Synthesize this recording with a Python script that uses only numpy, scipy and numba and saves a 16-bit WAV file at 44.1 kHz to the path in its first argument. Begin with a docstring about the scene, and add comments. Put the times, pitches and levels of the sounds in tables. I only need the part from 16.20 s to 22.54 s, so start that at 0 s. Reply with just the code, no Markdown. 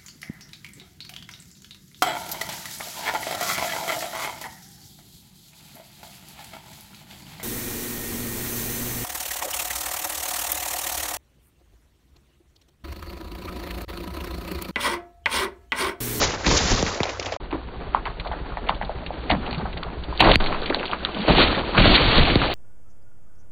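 """A car tyre creeps over water-filled plastic bottles on asphalt, heard close by and played slowed down.
A short, faster pass opens with the end of the crush and goes on with fresh cracks, ticks and a drop.
After a brief silence comes the whole crush, slower and duller. Throughout, pulses ring an idling exhaust,
flickering noise bands make water, and gliding snaps with noisy tails make plastic crack, crinkle and knock;
later, noise swells as bottles burst, air puffs rumble, jets fizz, and chirping drops strike the microphone."""
import sys
import numpy as np
from scipy import signal
from scipy.fft import rfft, irfft
from scipy.io import wavfile
from scipy.ndimage import uniform_filter1d, map_coordinates
from numba import njit

SR = 44100
rng = np.random.default_rng(int(sys.argv[2]) if len(sys.argv) > 2 else 0)


def ratio_of_db(decibels):
    """Turn decibels (scalar or array-like) into linear amplitude factors; 0 dB maps to 1."""
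    return 10 ** (np.asarray(decibels, float) / 20)


def put_to_file(sound):
    """Save the sound as 16-bit audio at rate SR, in the file named by the first command-line argument."""
    columns = np.atleast_2d(sound).T  # one column per channel
    safe = np.clip(columns, -1, 1)
    whole_steps = np.round(safe * 32767)
    wavfile.write(sys.argv[1], SR, whole_steps.astype(np.int16))


N = 279594

# The two passes. Each row: start in seconds, end in seconds, playback speed as a ratio to the slow pass.
PASSES = [(0, 1.172, 1.594), (1.199, 6.4, 1)]
# How hard the tyre works the bottles, water and grit. Each row: time in seconds, hiss level in dB.
ROLLING = [(.74, -42), (.97, -46.5), (1.172, -48.5), (1.2, -53), (2.9, -51), (3.05, -47), (3.3, -45.5),
           (3.68, -53), (3.85, -49), (3.99, -46), (4.25, -39), (4.8, -42), (4.97, -40), (5.06, -32),
           (5.43, -38), (5.54, -35), (6.34, -35)]


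def unit(x):
    """Scale to rms 1."""
    return x / np.sqrt(np.mean(x ** 2))


@njit
def svf(x, hz, sharp):
    """State-variable band-pass with a moving centre; sharp is width over centre."""
    y, band, low = np.empty(len(x)), 0., 0.
    for i in range(len(x)):
        g = np.tan(np.pi * hz[i] / SR)
        v = (band + g * (x[i] - low)) / (1 + g * (g + sharp))
        band, low, y[i] = 2 * v - band, low + 2 * g * v, sharp * v
    return y


def svf_twice(x, hz, sharp, second_sharp):
    """Two band-passes in a row, for steeper skirts."""
    return svf(svf(x, hz, sharp), hz, second_sharp)


def walk(rate):
    """Random levels held for 1 / rate seconds and smoothed twice; rms 1."""
    hold = int(SR / rate)
    steps = np.repeat(rng.standard_normal(N // hold + 1), hold)
    return unit(uniform_filter1d(uniform_filter1d(steps, hold), hold)[:N])


def swell(time, s, db, rise_s, fade_s):
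    """A level that climbs to its peak and dies away, straight in decibels; rise and fade are per 20 dB."""
    return ratio_of_db(db - 20 * np.maximum((s - time) / rise_s, (time - s) / fade_s))


def engine(time, speed):
    """Slow firings of uneven strength ring the exhaust; a rattle jumps up with each and sinks back; a drone joins."""
    # Engine at the slow speed. Each row: time in seconds, firings in Hz, thuds in dB,
    # gain of the drone under load in dB.
    idle = [(.7, 9.5, -46, -42), (1.17, 9.5, -49.5, -45), (1.199, 8.1, -33, -59), (1.7, 9.5, -32.5, -58.5),
            (3.1, 8.8, -32.5, -61.5), (3.951, 8.8, -29.5, -55), (4.4, 9.6, -39, -49), (4.9, 13, -42.5, -44),
            (5.3, 9.6, -41.5, -37.5), (6.34, 8.6, -41, -37)]
    # Exhaust resonances at the slow speed. Each row: centre in Hz, width in Hz, level in dB.
    exhaust = [(19, 10, -8.5), (37.8, 3.8, -2), (58.6, 17, -1.5), (109, 21, -12), (138, 30, -17),
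               (168.3, 12, -12), (400, 160, -12.5)]
    rattle_db = -25.5  # against the thuds
    drone_hz = 60.0 * speed
    s, hz, thud_db, drone_db = np.transpose(idle)

    turns = np.cumsum(np.interp(time, s, hz) * speed / SR) + 0.91
    count = turns.astype(int)
    strength = ratio_of_db(1.3 * rng.standard_normal(count[-1] + 1))
    pulses = np.diff(count, prepend=count[0]) * strength[count]
    feed = unit(pulses) + .5 * rng.standard_normal(N)
    pipe = 0
    for k, (f, width, mode_db) in enumerate(exhaust):
        mode = unit(svf_twice(feed, f * speed, width / f, width / f))
        pipe = pipe + (-1) ** k * ratio_of_db(mode_db) * mode  # neighbours in opposite polarity

    after_firing = 0.74 + np.exp(-(turns % 1) / .3)
    rattle = after_firing * svf(rng.standard_normal(N), 1200 * speed, 0.83)
    thuds = unit(pipe) + ratio_of_db(rattle_db) * unit(rattle)

    rumble = unit(svf_twice(rng.standard_normal(N), drone_hz, 0.11, 0.11))
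    hum = np.sin(2 * np.pi * np.cumsum(drone_hz * (1 + .015 * walk(3))) / SR)
    drone = .7 * rumble + .85 * hum
    return ratio_of_db(np.interp(time, s, thud_db)) * thuds + ratio_of_db(np.interp(time, s, drone_db)) * drone


def flickering_noise(colour, speed, grains_per_s, grain_db, flicker_db, flicker_per_s):
    """Uneven grains over smooth noise, in third-octave bands that surge together and flicker apart."""
    hz, db = np.transpose(colour)
    surge, out = walk(flicker_per_s), 0
    for f in hz[1] * 2 ** np.arange(0, np.log2(hz[-2] / hz[1]) + .2, 1 / 3):
        # every grain has its own pitch, so it sounds in one band only
        grains = unit(rng.standard_normal(N) * (rng.random(N) < grains_per_s / SR))
        source = rng.standard_normal(N) + ratio_of_db(grain_db) * grains
        flicker = flicker_db * (surge + 0.86 * walk(1.7 * flicker_per_s))
        level = ratio_of_db(np.interp(np.log(f), np.log(hz), db) + flicker)
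        out = out + level * svf(source, f * speed, 0.29)
    return out / np.sqrt(speed * np.mean(out ** 2 / speed))


def water(time, speed):
    """Rolling and surging water: hissing spray of fine droplets above a lower, coarser slosh."""
    # Spray and slosh spectra at the slow speed. Each row: frequency in Hz, relative level in dB per Hz.
    hiss_colour = [(710, -32), (1200, -1.5), (1650, -6.5), (2320, 0.5), (2780, 2), (4070, 0.5),
                   (4500, -26.5), (5850, -40.5), (9900, -120)]
    slosh_colour = [(88, -31), (150, -3), (274, 2.5), (459, -2.5), (588, -4), (663, -2), (1600, -12.5),
                    (2080, -42), (3520, -120)]
    # Surges from the split bottles. Each row: peak in seconds, hiss in dB, rise in seconds per 20 dB,
    # fade in seconds per 20 dB, slosh over hiss in dB.
    surges = [(4.006, -10, .004, .02, -6), (4.05, -25.5, .07, .3, 8), (4.09, -23, .08, .07, 5),
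              (4.14, -25, .04, .03, -2), (5.085, -20, .02, .28, 2), (5.212, -16, .13, .14, -1),
              (5.33, -27, .2, .08, 3), (5.582, -17, .02, .1, 3), (5.65, -17.5, .05, .25, 2),
              (5.76, -17, .17, .1, -3), (5.88, -20, .3, .5, -1), (5.985, -18, .04, .07, -2),
              (6.1, -21, .3, .15, -3), (6.22, -24, .05, .2, -1), (.74, -38, .1, .3, 5)]
    roll_db = np.interp(time, *np.transpose(ROLLING))
    # rolling slosh is -35 dB at a hiss of -45 dB and gains .62 dB per dB of hiss
    roll_slosh_db = -35 + .62 * (roll_db + 45)

    spray_power, wash_power = ratio_of_db(roll_db) ** 2, ratio_of_db(roll_slosh_db) ** 2
    for s, db, rise_s, fade_s, slosh_db in surges:
        jet = swell(time, s, db, rise_s, fade_s)
        spray_power = spray_power + jet ** 2
        wash_power = wash_power + (jet * ratio_of_db(slosh_db)) ** 2
    hiss = flickering_noise(hiss_colour, speed, grains_per_s=220, grain_db=-3.5,
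                            flicker_db=1.5, flicker_per_s=60)
    slosh = flickering_noise(slosh_colour, speed, grains_per_s=50, grain_db=-3.5,
                             flicker_db=2.1, flicker_per_s=40)
    return np.sqrt(spray_power) * hiss + np.sqrt(wash_power) * slosh


def crackle(low_hz, high_hz, count, over_hiss_db):
    """Small snaps at random moments and pitches, louder the harder the tyre works: (s, peak dB, ring Hz)."""
    when, size, pitch = rng.random((count, 3)).T
    s = when * N / SR
    db = np.interp(s, *np.transpose(ROLLING)) + over_hiss_db - 2.2 * np.log(size)
    return list(zip(s, db, low_hz * (high_hz / low_hz) ** pitch))


def plastic(events, cycles, glide, sharp, grain_db, rise_s, t60):
    """A snap of a few cycles, falling in pitch, as a crease gives way; the wall crinkles on around that pitch."""
    out = np.zeros(N + SR)
    t = np.arange(SR // 6) / SR
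    fade = (1 - np.exp(-t / rise_s)) * 1000. ** (-t / t60)
    for s, db, hz, crinkle_db in events:
        age = t * hz / cycles
        ring = np.sin(2 * np.pi * (hz * t - glide * cycles * np.exp(-3.0 * age)))
        snap = age ** 1.5 * np.exp(-2.5 * age ** 2) * ring
        grit = rng.standard_normal(len(t)) * ratio_of_db(grain_db * rng.exponential(size=len(t)))
        pitch = np.full(len(t), 1. * hz)
        crinkle = unit(svf_twice(grit, pitch, sharp, 1.4 * sharp)) * fade
        k = int(s * SR)
        out[k:k + len(t)] += ratio_of_db(db) * (snap / np.abs(snap).max() + ratio_of_db(crinkle_db) * crinkle)
    return out[:N]


def cracks():
    """Bottle walls buckle: mid-pitched snaps, the softer ones with relatively more crinkle."""
    # Planned cracks. Each row: start in seconds, peak in dB, ring in Hz.
    buckles = [(.755, -25.5, 550), (.774, -22, 649), (.832, -14, 810), (.854, -21, 569), (.889, -24.5, 579),
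               (.994, -19.5, 457), (1.066, -24, 750), (1.085, -26, 700), (.864, -24, 750),
               (1.163, -26, 600), (1.122, -15.5, 598), (1.309, -31, 800), (1.327, -20, 912),
               (1.333, -24, 1050), (1.345, -26, 1000), (1.352, -26, 500), (1.7472, -1.5, 920),
               (1.763, -21, 1070), (1.7665, -23, 1050), (1.857, -22, 900), (1.862, -22, 1080),
               (1.868, -22, 1040), (1.874, -25, 700), (2.049, -26, 1050), (2.058, -23, 750),
               (2.063, -22, 680), (2.114, -19, 740), (2.121, -24, 800), (2.131, -23, 1305),
               (2.137, -26, 620), (2.321, -24.5, 1030), (2.371, -17, 769), (2.472, -27, 560),
               (2.4936, -4.5, 892), (2.502, -20, 800), (2.508, -21, 750), (2.516, -23, 1050),
               (2.613, -16.5, 754), (2.63, -24, 750), (2.694, -16, 680), (2.698, -21, 520),
               (2.823, -25, 615), (2.905, -18.5, 680), (3.102, -7.5, 702), (3.111, -14, 620),
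               (3.118, -14, 900), (3.123, -17, 700), (3.127, -15, 640), (3.136, -20, 800),
               (3.144, -20, 720), (3.265, -25.5, 660), (3.329, -24.5, 781), (3.383, -27, 1000),
               (3.399, -25, 800), (3.454, -19.5, 694), (3.457, -25, 1250), (3.666, -27, 700),
               (3.568, -25, 480), (3.629, -20.5, 1190), (3.926, -20.5, 905), (4.005, -5, 760),
               (4.01, -10, 600), (4.02, -11, 800), (4.025, -6, 885), (4.039, -10, 800), (4.058, -12, 600),
               (4.073, -7, 880), (4.086, -9, 900), (4.093, -10, 850), (4.099, -10, 600), (4.112, -11, 600),
               (4.306, -20, 620), (4.326, -15.5, 1030), (4.347, -14.5, 1014), (4.42, -22, 452),
               (4.425, -22, 1350), (4.502, -14, 520), (4.508, -16, 900), (4.5255, -15.5, 1480),
               (4.545, -17, 795), (4.568, -19, 500), (4.605, -20.5, 470), (4.63, -19, 1400),
               (4.637, -20, 850), (4.695, -23, 800), (4.728, -22, 1000), (4.7322, -9.5, 1109),
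               (4.85, -16.5, 1350), (4.888, -21, 900), (4.966, -23, 629), (5.08, -11, 934),
               (5.095, -13, 700), (5.105, -10, 600), (5.133, -14, 450), (5.183, -11, 800),
               (5.192, -12, 400), (5.217, -10, 1400), (5.328, -14, 950), (5.15, -16, 686),
               (5.282, -14.5, 1194), (5.38, -16.5, 553), (5.491, -18.5, 520), (5.548, -13, 966),
               (5.553, -14, 1150), (5.56, -17, 1000), (5.569, -14, 1300), (5.577, -5, 1244),
               (5.981, -9.5, 514), (6.217, -11, 1256), (6.287, -18, 582), (6.299, -17, 700),
               (6.316, -19, 450)]
    snaps = buckles + crackle(450, 1300, count=40, over_hiss_db=9.5)
    # crinkle in dB against its snap
    events = [(s, db, hz, -13 - .55 * (db + 18)) for s, db, hz in snaps]
    return plastic(events, cycles=2.3, glide=.13, sharp=0.6, grain_db=3.0, rise_s=0.003, t60=0.15)


def ticks():
    """Splitting plastic, grit and splashes: bright, short snaps."""
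    # Planned ticks. Each row: start in seconds, peak in dB, ring in Hz, crinkle against the snap in dB.
    splits = [(.8034, -18, 2120, -12), (.805, -23, 5000, -10), (.8325, -20, 5700, -8),
              (.839, -21, 2200, -6), (.8555, -25, 5000, -8), (.893, -26, 5000, -6), (.998, -20, 2400, -8),
              (1.0275, -28, 5200, -8), (1.049, -29, 6000, -8), (1.0595, -26, 5000, -6),
              (1.089, -29, 2200, -5), (1.122, -25, 4500, -5), (1.139, -28, 3000, -5),
              (.832, -9.5, 3285, -10), (.854, -22, 2220, -14), (.8927, -20.5, 2216, -4),
              (.9976, -15, 5100, -15), (1.0263, -22.5, 2760, -5), (1.059, -22, 2900, -3),
              (1.1216, -24, 1950, 0), (1.308, -35, 2400, 0), (1.3262, -26, 2100, -3), (1.74, -34, 2200, 0),
              (1.7468, -20, 1900, -12), (1.8542, -23.5, 2290, -6), (1.86, -30, 1800, 0),
              (1.868, -27, 2300, -4), (1.874, -28, 1500, -2), (1.9982, -22, 2300, -6),
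              (1.9986, -23, 3500, -5), (2.051, -35, 4200, 0), (2.071, -30, 2100, -6),
              (2.073, -28, 3900, -4), (2.116, -31, 1700, 0), (2.121, -34, 3000, 0),
              (2.3707, -23, 1840, -8.5), (2.467, -31, 2300, -3), (2.476, -31, 1700, -2),
              (2.487, -22, 2100, -3), (2.4895, -14, 3000, -8), (2.493, -17, 2000, -5),
              (2.5466, -34, 3300, 0), (2.613, -24, 1800, -8), (2.624, -21, 1750, -8),
              (2.623, -28, 2900, -8), (2.649, -29, 3700, -4), (2.863, -26, 2640, 0), (3.096, -22, 2000, 0),
              (3.0985, -16, 2386, -1), (3.101, -17, 3900, -6), (3.103, -16, 1600, -4),
              (3.1104, -15.5, 2450, 0), (3.113, -19, 4000, -6), (3.119, -20, 1700, -2),
              (3.13, -22, 1600, -2), (3.146, -27, 1300, 0), (3.2639, -23, 2680, -6.5),
              (3.3101, -20.5, 4290, -9.5), (3.3105, -28, 2200, -6), (3.3286, -20, 4170, -9),
              (3.329, -24, 2500, -8), (3.346, -26, 3800, -8), (3.381, -27, 4000, -3),
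              (3.3459, -23, 2530, -5.5), (3.5288, -30, 2395, -2.5), (3.529, -31, 3700, -4),
              (3.572, -28, 2010, -3), (3.574, -29, 3400, -1), (3.6306, -28.5, 3340, -5.5),
              (3.8375, -27, 3350, -3.5), (3.9764, -17, 3770, -14), (3.9962, -13, 2575, -4),
              (4.0033, -6, 3530, -10), (4.0057, .5, 3000, -16), (4.0085, -6, 2400, -12),
              (4.011, -8, 3900, -12), (4.013, -6, 2600, -20), (4.025, -11, 2300, -10),
              (4.046, -14, 2200, -6), (4.054, -11, 2000, -10), (4.116, -1, 3470, -18),
              (4.1162, -8, 1900, -12), (4.1185, -8, 2800, -10), (4.134, -17, 3400, -6),
              (4.139, -15, 2600, -8), (4.1435, -16, 3200, -10), (4.157, 2, 4400, -16.5),
              (4.1575, -4, 2900, -20), (4.2413, -15.5, 3905, -9), (4.2612, -19, 2340, -3),
              (4.2615, -20, 4000, -4), (4.27, -21, 3600, -2), (4.326, -20, 2110, -6),
              (4.345, -24, 2300, -6), (4.418, -24, 3800, -3), (4.432, -24, 3600, -4),
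              (4.4584, -20.5, 2840, -2), (4.459, -22, 3900, -2), (4.476, -23, 2300, -6),
              (4.497, -22, 3400, -6), (4.4995, -19, 2200, -3), (4.545, -21, 1800, -6),
              (4.546, -6, 3850, -18), (4.559, -23, 3500, -6), (4.596, -21, 2620, -6.5),
              (4.6295, -22, 2440, -8), (4.655, -19, 3800, -3), (4.6552, -21, 2500, -10),
              (4.67, -25, 3700, -6), (4.6798, -22.5, 3090, -9), (4.714, -18, 2930, -10.5),
              (4.7336, -19.5, 2290, -6), (4.8497, -5.5, 3510, -16.5), (4.9467, -19, 2800, -8),
              (5.1503, -15, 3130, -10), (5.176, -15, 3000, -6), (5.3475, -18, 2016, -6),
              (5.349, -17, 3400, -8), (5.5502, -19.5, 3010, -8), (5.58, -5, 2450, -10),
              (5.582, -8, 1400, -6), (5.62, -12, 3000, -6), (5.779, -9, 2200, -10), (5.9795, -7, 3880, -6),
              (5.993, -9, 3300, -6), (6.1, -13, 2400, -6), (6.1559, -6, 3800, -20)]
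    small = [(*row, -8.0) for row in crackle(1800, 4200, count=90, over_hiss_db=3.5)]
    return plastic(splits + small, cycles=3.5, glide=.05, sharp=.9, grain_db=3.0, rise_s=0.002, t60=0.045)


def drops(time, speed):
    """Drops slap, then shake the membrane in a falling chirp; each film briefly dulls the water and plastic."""
    # Drops on the microphone. Each row: time in seconds, thump in dB, slap in dB, contact in seconds,
    # level change of the blocked sounds in dB.
    strikes = [(.8045, -12, -16, .0014, -3), (4.1575, -13, 3, .0032, -20), (5.581, -10, -20, .0022, 0),
               (6.1573, -6, -9, .0022, -1)]
    # The wet membrane swings slowly back: start in seconds, level in dB, pitch in Hz, T60 in seconds.
    heave = (4.2, -8, 13, .5)
    slap_hz, slap_s = 2100, .0004
    thump_t60_s, blocked_s = .12, .043  # at the slow speed
    thumps, clear = np.zeros(N), np.ones(N)
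    for s, db, slap_db, contact_s, blocked_db in strikes:
        t = np.maximum(time - s, 0)
        # every cycle lasts twice as long as the one before
        chirp = np.sin(2 * np.pi * np.log2(1 + t / contact_s))
        thumps += ratio_of_db(db) * chirp * 1000. ** (-t * speed / thump_t60_s)
        slap = np.cos(2 * np.pi * slap_hz * (time - s)) * np.exp(-((time - s) / slap_s) ** 2)
        thumps += ratio_of_db(slap_db) * slap
        clear[(t > .002) & (t * speed < blocked_s)] *= ratio_of_db(blocked_db)
    s, db, hz, t60 = heave
    t = np.maximum(time - s, 0)
    thumps += ratio_of_db(db) * np.sin(2 * np.pi * hz * t) * 1000. ** (-t / t60)
    return thumps, uniform_filter1d(clear, size=100)


def knocks():
    """Whole bottles shift: hollow, low snaps with a narrow tail."""
    # Each row: start in seconds, peak in dB, ring in Hz.
    shifts = [(1.325, -20.5, 322), (1.342, -25, 300), (2.495, -31, 176), (2.624, -31, 186),
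              (3.118, -21, 278.6), (3.128, -20, 200), (3.15, -24, 150), (3.178, -28, 220), (3.37, -25, 150),
              (3.418, -27, 218.4), (4.495, -20, 257), (3.1, -23, 60), (4.017, -19, 300), (4.04, -15, 36),
              (4.5, -20, 330), (4.962, -20, 220), (4.98, -22, 205.6), (4.995, -21, 190), (5.6, -15, 200),
              (5.65, -14, 230), (5.69, -16, 200), (5.73, -16, 250), (5.805, -20, 480),
              (5.094, -16.5, 174.2)]
    events = [(*row, -4) for row in shifts]  # crinkle in dB against the snap
    return plastic(events, cycles=4.0, glide=.03, sharp=.3, grain_db=2.0, rise_s=.008, t60=0.2)


def gusts(time, speed):
    """Puffs of air buffet the microphone: deep flickering noise that rises fast and fades."""
    # Rumble spectrum at the slow speed. Each row: frequency in Hz, relative level in dB per Hz.
    colour = [(12, -30), (20, 0.5), (42, -1), (86, -10.5), (130, -7.5), (170, -38.5), (290, -120)]
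    # Each row: peak in seconds, level in dB, fade in seconds per 20 dB.
    puffs = [(3.12, -24, .2), (3.35, -35, .3), (4.01, -24, .5), (4.07, -13, .12), (4.22, -31, .25),
             (5.1, -21, .5), (5.2, -25, .3), (5.59, -15, .2), (5.68, -17, .2), (5.81, -19, .3),
             (5.98, -18, .25), (6.17, -26, .4)]
    push = np.sqrt(sum(swell(time, s, db, .03, fade_s) ** 2 for s, db, fade_s in puffs))
    return push * flickering_noise(colour, speed, grains_per_s=30, grain_db=-14.5,
                                   flicker_db=2.5, flicker_per_s=23)


def fizz(time):
    """Narrow jets through a split: spitting noise in the band that each split favours."""
    # Each row: peak in seconds, level in dB, rise and fade in seconds per 20 dB, centre in Hz.
    jets = [(4.03, -20, .02, .015, 3600), (5.215, -20, .05, .06, 3000), (5.66, -20, .06, .06, 3000),
            (5.755, -14, .1, .06, 3600), (5.97, -20, .06, .05, 3700)]
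    out = 0
    for s, db, rise_s, fade_s, hz in jets:
        spit = rng.standard_normal(N) * ratio_of_db(3.0 * walk(150))
        out = out + swell(time, s, db, rise_s, fade_s) * unit(svf(spit, np.full(N, 1. * hz), .45))
    return out


def scene():
    """Engine, water, plastic, air and the drops on the microphone."""
    time = np.arange(N) / SR
    speed = np.where(time < PASSES[0][1], PASSES[0][2], PASSES[1][2]) * 1.
    thumps, clear = drops(time, speed)
    bottles = cracks() + ticks() + knocks()
    blockable = water(time, speed) + fizz(time) + bottles
    return (engine(time, speed) + clear * blockable + thumps + gusts(time, speed))[None]


def open_with_the_end(x, time):
    """The fast pass opens with the end of the slow one, sped up and a little quieter."""
    from_s, until_s, replay_db = 5.1571, .735, -4.9
    replay = map_coordinates(x[0], [(from_s + PASSES[0][2] * time) * SR], mode="mirror")
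    share = np.clip((until_s - time) / .01, 0, 1)  # 10 ms equal-power crossfade
    return np.sqrt(share) * ratio_of_db(replay_db) * replay + np.sqrt(1 - share) * x


def slow_down(x, time):
    """Slowing lowers the top edge and leaves faint mirrors of it and of the bass, higher up."""
    top_hz = 4610  # at the slow speed
    hz = np.fft.rfftfreq(N, 1 / SR)
    out = np.zeros_like(x)
    for start, end, speed in PASSES:
        slowed = irfft(rfft(x) * (hz < top_hz * speed) * (hz > 12), N)
        mirror = rfft(slowed * np.cos(2 * np.pi * SR / 4 * speed * time))
        near_edge = np.abs(hz / speed - 6550) < 250
        near_bass = (np.abs(hz / speed - SR / 4) < 300) * (hz < 15700)
        slowed = slowed + irfft(mirror * (ratio_of_db(-33.0) * near_edge + ratio_of_db(-58.0) * near_bass), N)
        # 6 ms fades, except that the sound starts at full level
        since_start = time - start + .006 * (start == 0)
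        out += slowed * np.clip(np.minimum(since_start, end - time) / .006, 0, 1)
    return out


def low_pass(x):
    """Removes everything above the highest recorded frequency."""
    return signal.sosfilt(signal.butter(12, 15700, fs=SR, output="sos"), x)


def record(dry):
    """The microphone rounds big swings, both passes are slowed, and the loudest peaks are cut flat."""
    time = np.arange(N) / SR
    rounded = 1.148 * np.tanh(dry / 1.155)
    slowed = slow_down(open_with_the_end(rounded, time), time)
    mix = np.clip(slowed, -1, 1)
    return low_pass(mix)


dry = scene()
out = record(dry)
put_to_file(out)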